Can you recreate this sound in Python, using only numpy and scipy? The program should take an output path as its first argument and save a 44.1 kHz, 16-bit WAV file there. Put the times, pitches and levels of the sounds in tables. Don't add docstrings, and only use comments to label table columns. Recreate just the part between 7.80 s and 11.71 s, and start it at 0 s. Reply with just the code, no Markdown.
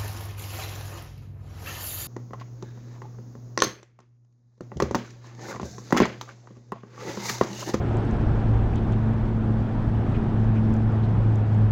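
import sys
import numpy as np
from scipy import signal
from scipy.fft import rfft, irfft
from scipy.io import wavfile
from scipy.ndimage import uniform_filter1d

SR = 44100
rng = np.random.default_rng(int(sys.argv[2]) if len(sys.argv) > 2 else 0)


def unload_wav(signal):
    wavfile.write(
        sys.argv[1],
        SR,
        np.round(np.clip(np.atleast_2d(signal).T, -1, 1) * 32767).astype(np.int16),
    )


def nominal_scale(level):
    x = np.asarray(level, float) / 20
    return 10 ** x


N = 172431

# (time [s], air rumble level [dB], water wash level [dB])
FLOW = [(0.02, -35.5, -35), (0.17, -28, -35), (1.59, -30, -39), (1.98, -29.5, -37.5), (2.08, -26, -37.5),
        (2.13, -30.5, -38.5), (2.39, -29.5, -36.5), (2.41, -25, -37), (2.44, -34, -37.5),
        (2.53, -28, -37.5), (3.05, -32, -38), (3.1, -30, -38), (3.14, -32.5, -37.5), (3.27, -29, -38),
        (3.7, -32.5, -38.5), (3.78, -31, -37.5), (3.85, -29.5, -38)]
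TICK_CYCLES = 5.5


def evened(x):
    return x / np.sqrt(np.mean(x ** 2) + 1e-20)


def curve(table, column):
    rows = np.array(table)
    return np.interp(np.arange(N) / SR, rows[:, 0], rows[:, column])


def slow(hz):
    z = rfft(rng.standard_normal(N))
    rate_hz = np.arange(len(z)) * SR / N
    return evened(irfft(z * np.exp(-(rate_hz / hz) ** 2), N))


def noise(shape, size, patchy_db):
    frames = 4 * N // size + 6
    hz = np.fft.rfftfreq(size, 1 / SR)
    real, imaginary, patches = rng.standard_normal((frames, len(hz), 3)).T
    patches = uniform_filter1d(patches, size=10, axis=0)
    patches = evened(uniform_filter1d(patches, size=8, axis=1))
    f, db = np.transpose(shape)
    octaves = np.log2(hz + 1)
    below = np.maximum(np.log2(f[0]) - octaves, 0)
    above = np.maximum(octaves - np.log2(f[-1]), 0)
    db = np.interp(octaves, np.log2(f), db) - 90 * (below + above)
    z = (real + 1j * imaginary) * nominal_scale(db[:, None] + patchy_db * patches)
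    return evened(signal.istft(z, nperseg=size, noverlap=3 * size // 4)[1][:N])


def blip(hz, cycles):
    rise = 0.15
    u = np.arange(0, 1, hz / SR / cycles)
    swell = np.sin(np.pi * u ** 0.6) ** 2
    return np.sin(2 * np.pi * cycles * u * (1 - rise / 2 + rise * u)) * swell


def add(mix, s, sound):
    part = mix[round(s * SR):][:len(sound)]
    part += sound[:len(part)]


def motor():
    # (time [s], hum pitch [Hz], hum level [dB], octave level [dB])
    running = [(0.05, 109, -26.0, -39.5), (0.29, 109.4, -28.5, -33), (0.53, 109.8, -25.5, -37),
               (0.76, 111.1, -21, -38), (1.0, 109.4, -28.5, -34.5), (1.24, 110.5, -23, -28.5),
               (1.48, 110.3, -25, -32.5), (1.72, 110.5, -25, -27.5), (1.96, 110.5, -26.5, -33.5),
               (2.19, 111.1, -25, -35), (2.43, 110.2, -28, -31), (2.67, 109.2, -21.5, -27.5),
               (2.91, 110.2, -23.5, -25), (3.15, 109.5, -21, -29.5), (3.38, 109.1, -20, -35.5),
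               (3.62, 107.7, -21.5, -36.5), (3.86, 106.8, -19, -31.5)]
    # (multiple of hum pitch [1], level [dB])
    shaft_orders = [(.625, -42.5), (0.749, -52.5), (1.249, -37.5), (1.625, -46.5), (1.75, -51)]
    third_db, octave_turn, third_turn = -21, 0.035, -0.054
    waver_db, shaft_waver_db = 1.3, 1.5
    wander_turns, wander_hz = 0.028, 4

    turns = np.cumsum(curve(running, column=1)) / SR + wander_turns * slow(wander_hz)
    hum_db = curve(running, column=2) + waver_db * slow(10.0)
    hum = nominal_scale(hum_db) * np.cos(2 * np.pi * turns)
    octave = np.cos(2 * np.pi * (2 * turns + octave_turn))
    third = nominal_scale(third_db) * np.cos(2 * np.pi * (3 * turns + third_turn))
    upper_db = curve(running, column=3) + waver_db * slow(14.0)
    upper = nominal_scale(upper_db) * (octave + third)
    shaft = np.zeros(N)
    for multiple, db in shaft_orders:
        order = np.cos(2 * np.pi * (multiple * turns + rng.random()))
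        shaft += nominal_scale(db + shaft_waver_db * slow(wander_hz)) * order
    return np.sqrt(2) * (hum + upper + shaft)


def air():
    # (frequency [Hz], density [dB per Hz])
    rumble_shape = [(5, -8), (12, -4), (25, -2.5), (55, 1.5), (80, -4), (100, -10.5), (130, -20)]
    level_db = curve(FLOW, column=1) + 0.64 + 0.6 * slow(5.5)
    return nominal_scale(level_db) * noise(rumble_shape, size=2048, patchy_db=1.5)


def hull():
    # (frequency [Hz], density [dB per Hz])
    roar_shape = [(75, -8), (100, -0.5), (150, -2), (190, -3.5), (250, -4.5), (360, -9), (430, -14),
                  (500, -22.5)]
    level_db = curve(FLOW, column=2) + 8 + 0.6 * slow(6.1)
    return nominal_scale(level_db) * noise(roar_shape, size=2048, patchy_db=1.17)


def wash():
    # (frequency [Hz], density [dB per Hz])
    wash_shape = [(300, 3), (450, 0.5), (800, -0.5), (1100, -7), (1550, -10), (2100, -18.5), (3500, -26),
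                  (4300, -35)]
    level_db = curve(FLOW, column=2) + 0.57 + 0.26 * slow(8.5)
    return nominal_scale(level_db) * noise(wash_shape, size=1024, patchy_db=0.67)


def fizz():
    # (frequency [Hz], density [dB per Hz])
    fizz_shape = [(3300, -6), (4500, 0), (5600, -2.5), (6500, -6), (8200, -11), (9300, -18.5), (10300, -23),
                  (10800, -32)]
    flow_db = curve(FLOW, column=2)
    flicker_db = 0.99 * (flow_db - flow_db.mean()) + 0.8 * slow(25)
    return nominal_scale(-66 + flicker_db) * noise(fizz_shape, size=512, patchy_db=1.34)


def spray():
    # (frequency [Hz], density [dB per Hz])
    mist_shape = [(10500, -4), (11000, -9), (11600, 1.5), (12300, -6)]
    # (frequency [Hz], density [dB per Hz])
    spray_shape = [(11200, -23), (11600, -0.5), (12200, -1), (14300, -4.5), (14800, -27)]
    mist = nominal_scale(-95.5 + 2.5 * slow(9)) * noise(mist_shape, size=512, patchy_db=3.5)
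    opening_db = np.interp(np.arange(N) / SR, [0.49, 0.6], [-21, 0])
    top_db = -88.5 + opening_db + 1.2 * slow(30)
    return mist + nominal_scale(top_db) * noise(spray_shape, size=256, patchy_db=3.2)


def splashes():
    # (start [s], length [s], level [dB], centre [Hz])
    puffs = [
        (.94, .06, -56, 3100),
        (1.11, .04, -57, 3000),
        (2.335, .045, -50, 2350),
        (2.75, .045, -53, 2300),
        (3.225, .04, -58, 3500),
    ]
    half_width = 0.2
    out = np.zeros(N)
    for s, length, db, hz in puffs:
        edges = [hz * (1 - half_width), hz * (1 + half_width)]
        band = signal.butter(2, edges, "band", fs=SR, output="sos")
        puff = evened(signal.sosfilt(band, rng.standard_normal(round(length * SR))))
        swell = np.sqrt(2) * np.sin(np.linspace(0, np.pi, len(puff)))
        add(out, s, nominal_scale(db) * swell * puff)
    return out


def ticks():
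    # (time [s], peak level [dB], pitch [Hz], overtone level re peak [dB])
    bursts = [(.1705, -39, 6900, -29.5), (.2525, -49.5, 7600, -29), (.3117, -43, 6200, -43),
              (.9586, -39, 6300, -18.5), (1.1239, -42.5, 6300, -40), (1.8285, -55, 5300, -24),
              (2.9028, -54, 6300, -22), (2.9396, -42, 6400, -10.5), (2.966, -47, 5900, -30),
              (3.1212, -52, 6450, -35), (3.5576, -41.5, 6300, -13), (3.7465, -49, 6460, -27)]
    overtone = 2.0
    out = np.zeros(N)
    for s, db, hz, overtone_db in bursts:
        add(out, s, nominal_scale(db) * blip(hz, TICK_CYCLES))
        high = blip(min(overtone * hz, 13500), overtone * TICK_CYCLES)
        add(out, s, nominal_scale(db + overtone_db) * high)
    return out


def plops():
    # (time [s], peak level [dB], pitch [Hz], length [cycles])
    bubbles = [
        (.9355, -37, 2300, 7),
        (2.1385, -27, 620, 3),
        (2.32, -50, 3700, 20),
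        (2.425, -39, 1650, 8),
        (3.396, -33, 510, 14),
        (1.413, -56, 13800, 9),
        (2.765, -62, 14200, 9),
        (2.324, -64, 12600, 9),
    ]
    out = np.zeros(N)
    for s, db, hz, cycles in bubbles:
        add(out, s, nominal_scale(db) * blip(hz, cycles))
    return out


def scattered_drops():
    drops_per_s, level_db, spread_db = 140, -71, 2.5
    out = np.zeros(N)
    for hz in np.geomspace(2600, 9000, 16):
        strength = nominal_scale(spread_db * np.minimum(rng.exponential(1, N), 2))
        struck = rng.random(N) < drops_per_s / 16 / SR
        rings = signal.oaconvolve(strength * struck, blip(hz, TICK_CYCLES))[:N]
        out += nominal_scale(level_db - 8.0 * np.log2(hz / 4000)) * rings
    return out


def scene():
    wake = wash() + fizz() + spray()
    drops = ticks() + plops() + scattered_drops()
    return (motor() + air() + hull() + wake + splashes() + drops)[None]


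def top_cut(x):
    return signal.sosfilt(signal.butter(12, 14900, fs=SR, output="sos"), x)


def record(dry):
    fade_in = np.minimum(np.arange(N) / 60, 1)
    return top_cut((dry - 0.001) * fade_in)


dry = scene()
out = record(dry)
unload_wav(out)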